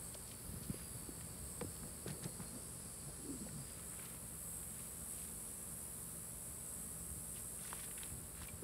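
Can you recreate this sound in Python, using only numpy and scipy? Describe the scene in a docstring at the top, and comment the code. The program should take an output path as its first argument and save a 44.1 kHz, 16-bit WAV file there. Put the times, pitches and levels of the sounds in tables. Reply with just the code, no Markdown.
"""A high, steady katydid buzz, with leaves brushing and ticking and twigs bumping close by.
A handheld camera noses through a tree beside a house; stems judder along its case, the grip rumbles.
Katydids rasp their wings; a far cicada's tymbals whine for the first half, then fade to a trace.
A thin far rasp comes and goes; an air conditioner hums in the outdoor air.
Wall echoes and shading foliage recolour the insects as the camera moves. One microphone."""
import sys
import numpy as np
from scipy import signal
from scipy.fft import rfft, irfft, next_fast_len
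from scipy.io import wavfile
from scipy.ndimage import map_coordinates

SR = 44100
rng = np.random.default_rng(int(sys.argv[2]) if len(sys.argv) > 2 else 0)


def waveform_to_disk(signal):
    """Save audio, clipped to [-1, 1], as 16-bit WAV at the path in sys.argv[1]."""
    frames = np.transpose(np.atleast_2d(signal))
    scaled = np.clip(frames, -1, 1) * 32767
    samples = np.round(scaled).astype(np.int16)
    wavfile.write(sys.argv[1], SR, samples)


N = 380891

# near katydids, nearest first: (wing stroke rate [Hz], level [dB])
KATYDID_SINGERS = [(79.2, -2), (84.9, -5), (93.4, -5.5)]


def amp(db):
    """Decibels to gain."""
    return 10 ** (np.asarray(db) / 20)


def unit(x):
    """x at rms 1."""
    return x / np.sqrt(np.mean(x ** 2) + 1e-20)


def curves(rows):
    """One per-sample curve for each column after the time."""
    times, *columns = np.transpose(rows)
    return [np.interp(np.arange(N) / SR, times, column) for column in columns]


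def spells(rows, fade_s):
    """Gain fading in and out over each (start [s], end [s], level [dB]) row."""
    t = np.arange(N) / SR
    return sum(amp(db) * np.clip(np.minimum(t - start, end - t) / fade_s, 0, 1)
               for start, end, db in rows)


def wobble(rate_hz):
    """Smooth random curve, rate_hz knots a second."""
    knots = rng.standard_normal(int(N * rate_hz / SR) + 4)
    return map_coordinates(knots, [np.arange(N) * rate_hz / SR])


def filtered(x, response):
    """x through a frequency response."""
    size = next_fast_len(len(x) + SR // 10)
    return irfft(rfft(x, size) * response(np.fft.rfftfreq(size, 1 / SR)), size)[:len(x)]


def coloured(x, points):
    """x shaped by (frequency [Hz], level [dB]) points, at rms 1."""
    f, db = np.transpose(points)
    return unit(filtered(x, lambda hz: amp(np.interp(np.log(hz + 1), np.log(f), db))))


def resonant(x, hz, q):
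    """x twice through one resonance."""
    def bandpass(f):
        return 1j * f * hz / q / (hz * hz - f * f + 1j * f * hz / q)
    return filtered(filtered(x, bandpass), bandpass)


def narrow_noise(hz, q):
    """Resonant noise at rms 1."""
    return unit(resonant(rng.standard_normal(N), hz, q))


def ring(hz, width_hz):
    """Noise band around a per-sample pitch, at rms 1."""
    lowpass = signal.butter(2, np.clip(width_hz / 2, 1, SR / 4), fs=SR, output="sos")
    a, b = signal.sosfilt(lowpass, rng.standard_normal((2, len(hz))))
    phase = 2 * np.pi * np.cumsum(hz) / SR
    return unit(a * np.cos(phase) + b * np.sin(phase))


def add(track, start_s, sound):
    """Mix sound into track at start_s."""
    start = round(start_s * SR)
    sound = sound[max(-start, 0):]
    part = track[max(start, 0):][:len(sound)]
    part += sound[:len(part)]


def walls(x, echo_db=-16, nearest_s=.0015, farthest_s=.009, sway_s=0.0001196, count=6):
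    """Echoes off house and drive; paths shift as the camera sways, so the comb wanders."""
    out = x.copy()
    for delay_s in np.geomspace(nearest_s, farthest_s, count):
        path_s = delay_s * rng.uniform(.85, 1.15) + sway_s * wobble(.8)
        out += amp(echo_db) * map_coordinates(x, [np.arange(N) - path_s * SR], order=3)
    return unit(out)


def katydids(stroke_depth=0.77, drift=0.0032, far_db=-1, waver_db=1.15, split_hz=9300, shade_hz=11700,
             trunk_s=2.9, trunk_half_width_s=0.47, trunk_db=-13):
    """Each wing stroke rasps a file; far singers blur into a steady hiss."""
    # chorus balance: (time [s], lower band level [dB], upper band re lower [dB])
    balance = [(0.05, -53, -2.5), (0.33, -56.5, -1), (0.43, -58.5, 3.5), (0.95, -57.5, 2.5),
               (1.26, -53.5, -3.5), (1.35, -55.5, -1.5), (1.54, -52.5, -4.5), (2.15, -55.5, 0.5),
               (3.2, -55, -1.5), (3.34, -54, -3), (3.74, -55.5, -1), (3.91, -52.5, -2), (4.17, -56.5, 2),
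               (4.57, -53, 1), (4.93, -53.5, -0.5), (5.12, -52.5, 0), (6.25, -54.5, 1.5), (6.7, -53, 1),
               (7.77, -53, 1.5), (8.0, -51.5, 1), (8.24, -55.5, 0), (8.55, -56.5, 0)]
    # wing spectrum: (frequency [Hz], density [dB])
    wing_spectrum = [(6200, -36), (6900, -22), (7400, -15.5), (7850, -8), (8050, -6.5), (8270, -3.5),
                     (8550, -5.5), (9400, -8), (10250, -4), (10700, -6), (11350, -7), (11850, -9.5),
                     (13050, -2), (14600, -6), (15700, -9)]
    chorus_db, upper_db = curves(balance)
    trunk_shadow = np.exp(-((np.arange(N) / SR - trunk_s) / trunk_half_width_s) ** 2)
    top_db = upper_db - 8 + trunk_db * trunk_shadow + 2 * wobble(4)
    rasp = amp(far_db) * rng.standard_normal(N)
    for stroke_hz, db in KATYDID_SINGERS:
        phase = 2 * np.pi * np.cumsum(stroke_hz * (1 + drift * wobble(2.04))) / SR
        pressure = unit(np.exp(stroke_depth * np.cos(phase)))  # scraper bites as the wings close
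        rasp += amp(db + waver_db * wobble(8.8)) * pressure * rng.standard_normal(N)
    song = walls(coloured(rasp, wing_spectrum))
    # foliage shades each band differently, the shortest waves most
    upper = filtered(song, lambda hz: 1 / (1 + (split_hz / (hz + 1)) ** 20))
    top = filtered(song, lambda hz: 1 / (1 + (shade_hz / (hz + 1)) ** 20))
    shaded = unit(song - upper) + amp(upper_db + 0.1) * unit(upper - top) + amp(top_db) * unit(top)
    return amp(chorus_db - 2) * shaded


def cicada(click_hz=341, drift=0.00415, floor_db=-8, flutter_db=4, rasp_db=1, whine_db=-5, body_hz=4680):
    """Tymbal clicks chop the abdomen's ring into sidebands that swell in turn, over a dry rasp."""
    # song, stepping up midway, then running down: (time [s], pitch [Hz], level [dB])
    song = [(0, 4854, -74), (2.05, 4845, -72.5), (2.25, 4955, -73), (3.6, 4960, -72.5), (3.9, 4760, -81),
            (4.1, 4740, -80), (4.6, 4730, -84)]
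    # sideband swells: (offset, rounded in use [click rates], time [s], half-width [s], level [dB])
    swells = [(-1, .25, .4, 5), (0.96, 0.43, .15, 0), (0, 0.83, 0.15, 10), (-1, 1.1, 0.29, 6),
              (0.89, 1.7, .3, 4), (-1, 1.9, .25, 4), (-2, 2.35, 0.18, 6), (-1, 2.3, 0.17, -1),
              (0, 2.7, .3, 2), (0.95, 2.7, .2, -1), (-2, 3.2, 0.25, 2), (0, 3.65, 0.26, 6)]
    t = np.arange(N) / SR
    pitch_hz, song_db = curves(song)
    whine = np.zeros(N)
    for sideband in sorted({row[0] for row in swells}):
        hz = (pitch_hz + round(sideband) * click_hz) * (1 + drift * wobble(70))
        swell = sum(amp(db) * np.exp(-((t - s) / half_width_s) ** 2)
                    for offset, s, half_width_s, db in swells if offset == sideband)
        flutter = amp(flutter_db * wobble(20))
        whine += (amp(floor_db) + swell) * flutter * np.sin(2 * np.pi * np.cumsum(hz) / SR)
    rasp = walls(narrow_noise(body_hz, q=4.9), echo_db=-4)
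    return amp(song_db) * (amp(whine_db) * whine + amp(rasp_db) * rasp)


def outdoor_air(start_db=-56, slope_db_per_s=-0.1575, waver_db=0.16):
    """Low wash of air, slowly fading as the camera moves into the leaves."""
    # air spectrum: (frequency [Hz], density [dB])
    spectrum = [(20, -45), (38, 1.5), (60, 2.5), (170, 0), (260, -6.5), (550, -7.5), (700, -13.5),
                (1150, -13), (2000, -19.5), (3200, -23), (4700, -20.5), (6200, -26), (15700, -22)]
    noise = walls(rng.standard_normal(N), echo_db=-20, nearest_s=.004, farthest_s=.02)
    level_db = start_db + slope_db_per_s * np.arange(N) / SR - waver_db * wobble(5.6)
    return amp(level_db) * coloured(noise, spectrum)


def air_conditioner(drift=0.00205, waver_db=1):
    """Fan and mains hum, slightly unsteady."""
    # hum lines: (frequency [Hz], rms level [dB])
    lines = [(55.4, -65.5), (75, -66.5), (120, -65.5), (166.3, -64), (221.7, -69.5), (277.2, -75),
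             (354, -82)]
    out = np.zeros(N)
    for hz, db in lines:
        phase = 2 * np.pi * np.cumsum(hz * (1 + drift * wobble(2.033))) / SR
        out += np.sqrt(2) * amp(db + waver_db * wobble(1.974)) * np.sin(phase)
    return out


def wing_tones(stroke_depth=0.55):
    """Single wing resonances swell out of the chorus, pulsing at the nearest singer's stroke rate."""
    # resonances: (time [s], level [dB], pitch [Hz], half-width [s], bandwidth [Hz])
    tones = [(.1, -63, 8450, .2, 450), (0.851, -60.5, 10150, .2, 500), (1.1, -73, 12830, .6, 130),
             (1.541, -58.5, 8240, .17, 220), (2.198, -65, 9900, .15, 500), (2.7, -71, 8160, .5, 160),
             (2.897, -63, 10200, .35, 200), (3.402, -58.5, 8060, .17, 400), (4.07, -62, 13000, .11, 800),
             (4.45, -63, 13100, .12, 900), (4.549, -57, 8230, .17, 250), (4.902, -67, 12750, .12, 700),
             (5.251, -60, 8290, .4, 220), (5.6, -60.5, 10240, .6, 300), (6.3, -71, 14550, 1.5, 240),
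             (6.7, -58, 8040, .15, 250), (7.399, -60.5, 8320, .7, 220), (7.749, -63, 10200, .4, 350)]
    out = np.zeros(N)
    for s, db, hz, half_width_s, width_hz in tones:
        reach = round(2 * half_width_s * SR)
        t = np.arange(-reach, reach) / SR
        swell = amp(db) * np.exp(-(t / half_width_s) ** 2)
        add(out, s + t[0], swell * ring(np.full(len(t), hz), width_hz))
    stroke_phase = 2 * np.pi * KATYDID_SINGERS[0][0] * np.arange(N) / SR
    return out * unit(np.exp(stroke_depth * np.cos(stroke_phase)))


def snaps(edges, q, spread_db=4):
    """A leaf edge lets go: a short crackle through the blade's broad resonance."""
    out = np.zeros(N)
    t = np.arange(SR // 10) / SR
    for s, db, hz, t60_s in edges:
        noise = rng.standard_normal(len(t))
        crackle = noise * amp(spread_db * rng.standard_normal(len(t)) - 60 * t / t60_s)
        blade = resonant(crackle, hz, q)
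        add(out, s, amp(db) * blade / np.abs(blade).max())
    return out


def rubs(strokes, q, grain_db, catch_db, gain_db=0):
    """Friction catches and slips in uneven grains, swelling and fading through a broad resonance."""
    out = np.zeros(N)
    t = np.arange(-SR // 4, SR // 4) / SR
    catching = amp(catch_db * np.clip(wobble(170), -2, 2))
    for s, db, hz, length_s in strokes:
        swell = np.exp(-2 * (t / length_s) ** 2)
        noise = rng.standard_normal(len(t))
        slips = noise * amp(grain_db * np.clip(rng.standard_normal(len(t)), -2, 2))
        rub = swell * resonant(slips, hz, q)
        add(out, s + t[0], amp(db + gain_db) * rub * np.linalg.norm(swell) / np.linalg.norm(rub))
    return out * unit(catching)


def leaves(crinkles_per_s=90, crinkle_db=5, scatter_db=3, scatter_octaves=0.5, crinkle_t60_s=0.028):
    """Leaves rub past, shedding small random snaps; some edges snap loudly."""
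    # sliding leaves: (peak time [s], level [dB], centre [Hz], length [s])
    swishes = [(0.319, -62, 3800, 0.042), (0.642, -61, 4000, 0.031), (0.789, -63.5, 1900, 0.12),
               (2.096, -55.5, 1300, 0.034), (2.244, -57, 1090, 0.028), (2.429, -62, 740, 0.046),
               (3.76, -67, 2000, 0.13), (4.038, -62, 1530, 0.17), (4.841, -67, 2200, .19),
               (5.2, -65, 2500, .14), (5.49, -66.5, 3500, .04), (7.379, -61, 2734, 0.045),
               (7.658, -59, 5000, 0.067), (7.76, -58, 2000, 0.17), (8.042, -61, 1670, 0.095),
               (8.385, -62, 1600, .05), (8.433, -54.5, 2280, 0.025)]
    # loudest edges snapping free: (time [s], peak [dB], pitch [Hz], t60 [s])
    edges = [(.144, -40, 4500, 0.035), (.276, -48, 4400, .02), (.292, -48, 4400, .02),
             (.314, -47, 3200, 0.027), (.634, -49, 3940, .02), (.814, -49, 1600, .015),
             (1.21, -45.5, 1660, 0.018), (1.611, -37.5, 1600, 0.014), (1.765, -49, 3500, .015),
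             (1.833, -46.5, 1000, 0.014), (2.08, -39.5, 4500, 0.024), (2.104, -44, 4900, .035),
             (2.234, -43, 3600, 0.02), (2.242, -39, 4600, .019), (2.402, -46.5, 1050, 0.029),
             (3.489, -48, 1600, .015), (3.7, -51, 2800, .015), (3.795, -50, 2170, 0.017),
             (3.993, -46, 1595, 0.046), (4.025, -53, 2000, .03), (4.056, -47, 3600, .025),
             (4.63, -51, 2100, .022), (4.794, -51, 2500, .018), (5.185, -51, 3500, .02),
             (5.219, -52, 2800, .02), (5.283, -51, 2600, .02), (7.37, -51, 2290, .02),
             (7.591, -48.5, 2000, 0.032), (7.634, -49, 4620, .03), (7.703, -48.5, 2200, .045),
             (7.729, -35, 1448, 0.016), (7.803, -53, 3640, 0.056), (7.841, -47, 2910, .06),
             (7.911, -46, 1800, 0.021), (7.978, -43, 1910, 0.043), (8.033, -37.5, 3000, 0.022),
             (8.421, -46, 1700, .025), (8.433, -46, 3180, .03), (8.473, -34, 14360, .02),
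             (8.485, -44, 2370, .03)]
    rub = rubs(swishes, q=0.38, grain_db=4, catch_db=2.5, gain_db=-1)
    crinkles = []
    for s, db, hz, length_s in swishes:
        count = round(length_s * crinkles_per_s)
        for when, force, pitch in rng.standard_normal((40, 3))[:count]:
            onset_s = s + np.tanh(when) * length_s * .8
            peak_db = db + crinkle_db + scatter_db * np.tanh(force)
            crinkles.append((onset_s, peak_db, hz * 2 ** (scatter_octaves * pitch), crinkle_t60_s))
    return rub + snaps(edges, q=0.92) + snaps(crinkles, q=1.3)


def twigs(thud_ratio=0.463, thud_db=-9, attack_cycles=0.5, sag_cycles=2, roughness=0.29):
    """A twig knocks, its pitch sinking as it lets go; the whole case thuds lower."""
    # knocks on the case: (time [s], peak [dB], mid-fall pitch [Hz], t60 [s], pitch fall [octaves])
    knocks = [(.151, -42.5, 606, 0.02, .15), (.486, -41, 105, .05, 0.98), (0.536, -41, 144, 0.068, .9),
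              (.611, -43, 150, .05, 0.8), (0.696, -32.5, 169, 0.054, 1.63), (.741, -41, 387, 0.025, .15),
              (1.089, -36.5, 286, 0.021, 0.44), (1.613, -33.5, 490, 0.047, 0.09),
              (1.622, -40, 172, 0.046, 0.79), (1.645, -37, 288, 0.033, .5), (2.061, -35.5, 390, 0.025, .5),
              (3.465, -45.5, 530, 0.05, .1), (7.7295, -35.5, 960, 0.0085, .15),
              (8.484, -46, 2460, 0.073, 0.14), (8.624, -41, 367, .035, .15)]
    thuds = [(s, db + thud_db, hz * thud_ratio, t60_s, fall) for s, db, hz, t60_s, fall in knocks]
    out = np.zeros(N)
    t = np.arange(SR // 8) / SR
    for s, db, hz, t60_s, fall in knocks + thuds:
        pitch_hz = hz * 2 ** (fall * (np.exp(-t * hz / sag_cycles) - .5))
        tone = np.sin(2 * np.pi * np.cumsum(pitch_hz) / SR)
        scuff = unit(resonant(rng.standard_normal(len(t)), hz, q=1))
        rise = 1 - np.exp(-(t * hz / attack_cycles) ** 2)
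        blow = rise * amp(-60 * t / t60_s) * (tone + roughness * scuff)
        add(out, s, amp(db) * blow / np.abs(blow).max())
    return out


def handling(hz=82, q=0.71, lump_db=4, lumps_per_s=14):
    """The hand shifts on the case in soft, uneven lumps of rumble."""
    # grip shifts, pushing in and pulling out: (start [s], end [s], level [dB])
    shifts = [(.2, 1.92, -59), (8.05, 8.6, -61)]
    lumps = amp(lump_db * np.clip(wobble(lumps_per_s), -2, 2))
    return spells(shifts, fade_s=0.07) * unit(lumps * narrow_noise(hz, q))


def stems(case_hz=348, scuff_db=-7, scuff_db_per_octave=3.5, scuff_stretch=1.3, scuff_lag=.4):
    """Stems judder along the case; a scuff of its resonance trails, louder for a faster judder."""
    # stem drags: (peak time [s], level [dB], pitch [Hz], length [s])
    drags = [(.5, -50.5, 62, 0.062), (.55, -54, 139, .05), (.955, -50, 90, .025), (1.238, -52.5, 106, .03),
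             (1.427, -53, 54.7, 0.049), (1.682, -52.5, 88, .05), (1.853, -51, 179, 0.041),
             (2.094, -44.5, 143, 0.045), (2.159, -60, 395, 0.11), (2.248, -45, 158, 0.045),
             (2.402, -45.5, 154, 0.027), (2.557, -49, 260, 0.031), (3.082, -47, 152, 0.02),
             (7.149, -51.5, 75.5, 0.062), (8.424, -50, 63.9, 0.031), (8.541, -49, 69, 0.019)]
    scuffs = []
    for s, db, hz, length_s in drags:
        level_db = db + scuff_db + scuff_db_per_octave * np.log2(hz / case_hz)
        scuffs.append((s + scuff_lag * length_s, level_db, case_hz, length_s * scuff_stretch))
    rumble = rubs(drags, q=2.2, grain_db=5, catch_db=2, gain_db=0.5)
    return rumble + rubs(scuffs, q=1.2, grain_db=1, catch_db=2.5)


def far_rasp(hz=5800, q=4):
    """A thin dry rasp, probably another insect, just under the katydids' band."""
    # rasp spells: (start [s], end [s], level [dB])
    calls = [(2.15, 3.75, -76), (4.7, 7.7, -76.5)]
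    return spells(calls, fade_s=0.11) * narrow_noise(hz, q)


def branch_slide(jitter=0.0945, catch_db=2, scuff_db=-4, width_share=0.94, scuff_ratio=1.25):
    """A branch judders along the case in unbroken contact; the pitch rises briefly, then falls."""
    # one long slide: (time [s], level [dB], judder rate [Hz])
    slide = [(3.17, -60, 210), (3.255, -58, 288.4), (3.295, -48.5, 282), (3.33, -47.5, 256),
             (3.39, -62, 220.5), (3.43, -50.5, 195.6), (3.51, -62, 169), (3.55, -51, 147.9),
             (3.59, -51, 141.2), (3.68, -64, 138)]
    db, hz = curves(slide)
    judder_hz = hz * (1 + jitter * wobble(90))
    judder = unit(np.sin(2 * np.pi * np.cumsum(judder_hz) / SR))
    scuff = ring(scuff_ratio * hz, width_share * hz.mean())
    contact = spells([(slide[0][0], slide[-1][0], 0)], fade_s=.02)
    return contact * amp(db + catch_db * wobble(70)) * (judder + amp(scuff_db) * scuff)


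def scene():
    """One microphone, the same in both channels."""
    insects = katydids() + wing_tones() + cicada() + far_rasp()
    background = outdoor_air() + air_conditioner()
    contacts = stems() + branch_slide() + twigs() + handling() + leaves()
    mono = insects + background + contacts
    return np.array([mono, mono])


def record(dry, low_hz=40, top_hz=15720):
    """The camera cuts deep rumble and everything above its band limit."""
    highpass = signal.butter(4, low_hz, "highpass", fs=SR, output="sos")
    cut = signal.sosfilt(highpass, dry)
    return np.array([filtered(channel, lambda hz: hz < top_hz) for channel in cut])


dry = scene()
out = record(dry)
waveform_to_disk(out)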